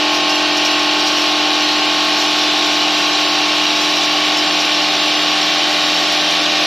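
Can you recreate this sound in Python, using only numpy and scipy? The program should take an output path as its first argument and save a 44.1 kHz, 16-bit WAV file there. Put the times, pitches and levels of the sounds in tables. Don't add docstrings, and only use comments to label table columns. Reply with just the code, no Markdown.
import sys
import numpy as np
from scipy import signal
from scipy.fft import rfft, irfft
from scipy.io import wavfile
from scipy.ndimage import uniform_filter1d

SR = 44100
rng = np.random.default_rng(int(sys.argv[2]) if len(sys.argv) > 2 else 0)


def amplitude_ratio(level_db):
    exponent = np.asarray(level_db, float) / 20
    return 10 ** exponent


def wrap_up_sound(samples):
    columns = np.atleast_2d(samples).T
    tamed = np.clip(columns, -1, 1)
    steps = np.round(tamed * 32767).astype(np.int16)
    wavfile.write(sys.argv[1], SR, steps)


N = 293706

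# (frequency [Hz], density [dB per Hz])
ROAR_SPECTRUM = [(30, -116), (60, -80.5), (120, -66), (250, -66), (450, -60), (750, -55.5), (1000, -57.5),
                 (1700, -56), (2200, -54.5), (2800, -48.5), (4200, -50.5), (5800, -60.5), (8500, -77.5),
                 (14200, -89.5)]


def evened(x):
    return x / np.sqrt(np.mean(x ** 2) + 1e-20)


def read(points, hz):
    f, value = np.transpose(points)
    return np.interp(np.log(hz + 1), np.log(f + 1), value)


def wander(count, knots):
    rough = rng.standard_normal((count, knots))
    place = np.linspace(0, knots - 1, N // 64 + 1)
    return np.array([np.interp(place, np.arange(knots), row) for row in rough])


def tones(turns, level_db, start):
    out = np.zeros(N)
    for turn, db, phase in zip(turns, level_db, start):
        wave = np.cos(np.float32(2 * np.pi * (turn + phase)))
        out += np.repeat(amplitude_ratio(db), 64)[:N] * wave
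    return np.sqrt(2) * out


def rotor(hum_db=0.07, flutter_db=-0.2, whine_flutter_db=5.5, faint_db=2.0, faint_drift_db=7.0,
          judder_turns=0.0029):
    # (time [s], speed [rpm])
    rotor_speed = [
        (0, 2594.2),
        (2.3, 2591.6),
        (4.3, 2588.2),
        (6.66, 2586.5),
    ]
    # (multiple of rotor speed, direct rms [dB], echo lag at the start [cycles])
    hum_lines = [(4, -33.0, 0.51), (5, -44.0, 0.37), (6, -35.5, 0.47), (7, -26.5, 0.28), (8, -26.0, 0.41),
                 (9, -39.5, 0.22), (11, -39.5, 0.44), (12, -40.0, 0.44), (13, -41.0, 0.41),
                 (14, -26.5, 0.43), (15, -32.0, 0.28), (16, -35.5, 0.69), (17, -36.5, 0.35),
                 (18, -37.5, 0.86), (19, -42.5, 0.09), (20, -34.0, 0.11), (21, -46.5, 0.96),
                 (22, -49.0, 0.15), (23, -47.0, 0.3), (24, -40.0, 0.25), (25, -33.0, 0.07),
                 (26, -37.5, 0.76), (27, -45.5, 0.55), (28, -43.5, 0.96), (29, -51.5, 0.74),
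                 (31, -52.5, 0.74), (33, -47.0, 0.91), (34, -49.5, 0.73), (35, -56.5, 0.94),
                 (36, -42.0, 0.97)]
    # (multiple of rotor speed, direct rms [dB], echo lag at the start [cycles])
    whine_lines = [(37, -46.0, 0.25), (38, -48.5, 0.74), (40, -52.5, 0.09), (41, -49.5, 0.75),
                   (42, -44.0, 0.03), (43, -38.0, 0.21), (44, -48.5, 0.74), (50, -44.5, 0.41),
                   (53, -42.0, 0.33), (54, -43.0, 0.9), (55, -44.0, 0.15), (56, -43.0, 0.48),
                   (57, -42.5, 0.94), (58, -45.5, 0.0), (59, -44.5, 0.42), (60, -42.5, 0.71),
                   (66, -48.0, 0.82), (67, -39.0, 0.67), (68, -54.0, 0.05), (71, -39.0, 0.11),
                   (72, -47.5, 0.82), (74, -45.0, 0.02), (75, -42.0, 0.21), (76, -42.0, 0.26),
                   (80, -49.5, 0.37), (88, -38.5, 0.7), (95, -40.5, 0.64), (101, -44.5, 0.89),
                   (103, -53.0, 0.73), (107, -41.0, 0.39)]
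    panel_knocks = [(4, 8, 9, .77, .2), (10, 14, 14, .138, 0), (15, 15, 17, .41, 0), (18, 19, 22, .168, .2),
                    (23, 26, 28, .97, -.07)]
    t, slow = np.arange(N) / SR, np.arange(N // 64 + 1) * 64 / SR
    turns = np.cumsum(np.interp(t, *np.transpose(rotor_speed))) / 60 / SR % 1
    turns_per_s = rotor_speed[0][1] / 60

    strong, direct_db, lag = np.transpose([*hum_lines, *whine_lines])
    echo_gain = np.repeat([.8, .4], [len(hum_lines), len(whine_lines)])[:, None]
    detour_m, sound_m_per_s = .1, 343
    detour_s = detour_m / sound_m_per_s * slow / slow[-1]
    lag = lag[:, None] + np.outer(strong * turns_per_s, detour_s)
    strong_db = direct_db[:, None] + 20 * np.log10(abs(1 + echo_gain * np.exp(2j * np.pi * lag)))
    unrest_db = flutter_db + whine_flutter_db * strong[:, None] / 100
    strong_db += hum_db + unrest_db * wander(count=len(strong), knots=60)

    faint = np.setdiff1d(np.arange(30, 125), strong)
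    drift_db = faint_drift_db * wander(count=len(faint), knots=9)
    over_roar_db = read(ROAR_SPECTRUM, faint * turns_per_s) + faint_db
    level_db = np.vstack([strong_db, over_roar_db[:, None] + drift_db])
    order = np.r_[strong, faint]
    start = rng.random(len(order))

    turns = turns + judder_turns * np.interp(t, slow, wander(count=1, knots=40)[0])
    for low, centre, high, delay, glide in panel_knocks:
        on_panel = (order >= low) & (order <= high)
        start = np.where(on_panel, glide * (order - centre) ** 2 - order * delay, start)
    slip = .65 * t / t[-1]
    return tones((k * turns + slip * (9 < k < 15) for k in order), level_db, start)


def fragments(per_s=6000, spread_db=2.5, gush=0.67, piece_db=43.0, ring_db=-29.5, spray_db=-30.5):
    # (time [s], level [dB])
    steady_flow = [
        (0, -52.5),
        (1.5, -48),
        (3.5, -46),
        (6.66, -45.5),
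    ]
    # (time [s], level over the steady flow [dB], ebb [s])
    chute_gushes = [(0.139, 9, .03), (.3, 0, .04), (.65, 1, .05), (1.075, 14, .025), (1.19, 10, 0.054),
                    (1.35, -3, .03), (1.61, 4, .04), (2.19, 8, .08), (2.37, 2, .08), (2.69, 5, .1),
                    (2.99, 2, .08), (3.21, 0, .05), (3.82, 3, 0.067), (4.45, -1, .05), (4.6, 2, .02),
                    (5.45, 2, .04), (5.85, 2, .05), (6.12, -1, .05), (6.31, -1, 0.092)]
    # (time [s], peak level [dB])
    big_pieces = [(0.146, -37), (0.2944, -34), (0.3476, -37), (0.5694, -35), (0.6485, -32), (0.7094, -37),
                  (0.79, -39), (0.993, -38), (1.0705, -36), (1.087, -45), (1.1694, -40), (1.2194, -41),
                  (1.6194, -46), (2.1894, -39), (2.387, -36), (2.976, -38), (3.202, -38), (3.8117, -37),
                  (3.956, -38), (4.0287, -36), (4.37, -34), (4.596, -36), (4.777, -48), (5.063, -45),
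                  (5.284, -46), (5.8945, -42), (6.12, -38), (6.304, -37)]
    chute_hz = [4890, 5190, 5370, 5630, 5770, 6390, 7400, 7540, 9060, 10910, 11490, 11670, 13010]
    # (level [dB], t60 [s])
    chute_rings = [(-3, 0.046), (-15.5, .05), (-2, 0.076), (-0.5, 0.032), (-2, 0.034), (-14, 0.034),
                   (-18.5, .04), (-12, .03), (-30, 0.036), (-23, 0.056), (-24, .03), (-23.5, .03),
                   (-27, .04)]
    # (frequency [Hz], density [dB per Hz])
    spray_spectrum = [(2500, -30), (4500, -0.5), (5800, 5), (7000, -7), (8500, -15.5), (11000, -16),
                      (14200, -15)]
    swell_share, rattle_s = 0.54, 0.011
    t = np.arange(N) / SR
    flow_db = np.interp(t, *np.transpose(steady_flow))
    for at, db, ebb in chute_gushes:
        pace_s = max(ebb, .01) * np.where(t < at, swell_share, 1)
        flow_db = flow_db + db * np.exp(-abs(t - at) / pace_s)
    power = amplitude_ratio(2 * gush * (flow_db + 47))
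    for at, db in big_pieces:
        after = slice(round(at * SR), round(at * SR) + 4000)
        power[after] += amplitude_ratio(2 * (db + piece_db)) * np.exp(-(t[after] - at) / rattle_s)

    hit, patch = rng.random((2, N))
    spread = amplitude_ratio(spread_db * np.minimum(rng.exponential(1, N), 5))
    size = np.sqrt(power) * spread * (hit < per_s / SR)
    size *= rng.choice([-1., 1.], N)
    patch = (patch * len(chute_rings)).astype(int)
    ring, t = np.zeros(N), t[:4000]
    for k, (hz, (db, t60)) in enumerate(zip(chute_hz, chute_rings)):
        tap = amplitude_ratio(db - 60 * t / t60) * np.sin(2 * np.pi * hz * t)
        ring += signal.oaconvolve(size * (patch == k), tap)[:N]
    spray = irfft(rfft(size) * amplitude_ratio(read(spray_spectrum, np.fft.rfftfreq(N, 1 / SR))), N)
    return amplitude_ratio(ring_db) * evened(ring) + amplitude_ratio(spray_db) * evened(spray)


def roar(patchy_db=.2, drift_db=1.0, fill_db=1):
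    stand_times = [.5, 6.1]
    # (frequency [Hz], width [Hz], lift at first stand [dB], at last stand [dB])
    housing_modes = [(320, 83, 12, 12), (420, 26, 5, 4.5), (591, 24, 4, 8), (845, 22, 8, 5.5),
                     (1106, 52, 7.5, 4), (1470, 180, 3.5, 3.5), (1690, 55, -5, -4), (1760, 53, 5, 5.5),
                     (2363, 240, 4, 4), (2893, 126, 4.5, 1), (3030, 40, -2, 4.5), (3190, 45, 3, 2),
                     (2724, 40, 6, 4.5), (3550, 67, -4, 3), (3900, 200, 1.5, 5), (4500, 84, 1.5, 5),
                     (771, 20, 12.5, 11.5), (124, 20, -7, -16), (484, 30, -0.5, -3), (970, 50, -2, -1.5),
                     (4400, 92, 4, -2), (2650, 55, -3.5, -4)]
    frames, hz = N // 512 + 5, np.fft.rfftfreq(2048, 1 / SR)
    a, b, short, long = rng.standard_normal((frames, 1025, 4)).T
    short = evened(uniform_filter1d(uniform_filter1d(short, size=20, axis=0), size=6, axis=1))
    long = evened(uniform_filter1d(uniform_filter1d(long, size=3, axis=0), size=200, axis=1))
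    moved = np.interp(np.arange(frames) * 512 / SR, stand_times, [0, 1])
    lift_db = sum(np.outer(1 / (1 + (2 * (hz - f) / width) ** 2), first + (last - first) * moved)
                  for f, width, first, last in housing_modes)
    above_hum = (hz > 300)[:, None]
    drift = drift_db * long * above_hum
    filling = fill_db * (moved - .5) * above_hum
    level_db = read(ROAR_SPECTRUM, hz)[:, None] + lift_db + patchy_db * short + drift + filling
    z = (a + 1j * b) * amplitude_ratio(level_db)
    return signal.istft(z, nperseg=2048, noverlap=1536)[1][:N] * np.sqrt(SR / 2048) * amplitude_ratio(-1.5)


def motor(flutter_db=0.0):
    # (frequency [Hz], rms [dB])
    motor_lines = [(100, -57.5), (152, -57.5), (250, -53.5), (1028, -47.5)]
    hz, db = np.transpose(motor_lines)
    level_db = db[:, None] + flutter_db * wander(count=len(hz), knots=30)
    return tones(hz[:, None] * np.arange(N) / SR, level_db, rng.random(len(hz)))


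def scene():
    mill = rotor() + fragments() + roar() + motor()
    return np.array([mill, mill])


def noise_swap(x, fresh_db=2.5):
    swap_edges = [4125, 4594, 5062, 5625, 6188, 6844, *range(7500, 14251, 750)]
    # (frequency [Hz], hurdle [spreads])
    swap_hurdle = [(4300, 2.0), (5000, 1.45), (5900, 1.2), (6500, 0.47), (7200, 0.51), (8600, 0.29),
                   (12000, 0.22), (14000, 0.39)]
    shape = dict(fs=SR, window="cosine", nperseg=1882, noverlap=941)
    hz, t, z = signal.stft(x, **shape)
    whim = rng.standard_normal((len(t), len(swap_edges)))
    whim = evened(uniform_filter1d(whim, size=4, axis=1))
    fresh = np.exp(2j * np.pi * rng.random(z.shape)) * np.sqrt(rng.exponential(1, z.shape))
    for k, (lo, hi) in enumerate(zip(swap_edges, swap_edges[1:])):
        band = (hz >= lo) & (hz < hi)
        swap = whim[:, k] > read(swap_hurdle, lo)
        level = amplitude_ratio(fresh_db) * np.sqrt(np.mean(abs(z[:, band]) ** 2, axis=1, keepdims=True))
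        z[:, band] = np.where(swap, level * fresh[:, band], z[:, band])
    return signal.istft(z, **shape)[1][:, :N]


def top_cut(x):
    return signal.sosfilt(signal.butter(12, 15550, fs=SR, output="sos"), x)


def record(dry):
    power_db = 10 * np.log10(abs(uniform_filter1d(dry[0] ** 2, size=900)) + 1e-12)
    held = dry / amplitude_ratio(.42 * (power_db + 14.8))
    edge = signal.firwin(2047, 14255, window=("kaiser", 12), fs=SR)
    mix = signal.oaconvolve(noise_swap(held), edge[None], "same")
    return top_cut(mix)


dry = scene()
out = record(dry)
wrap_up_sound(out)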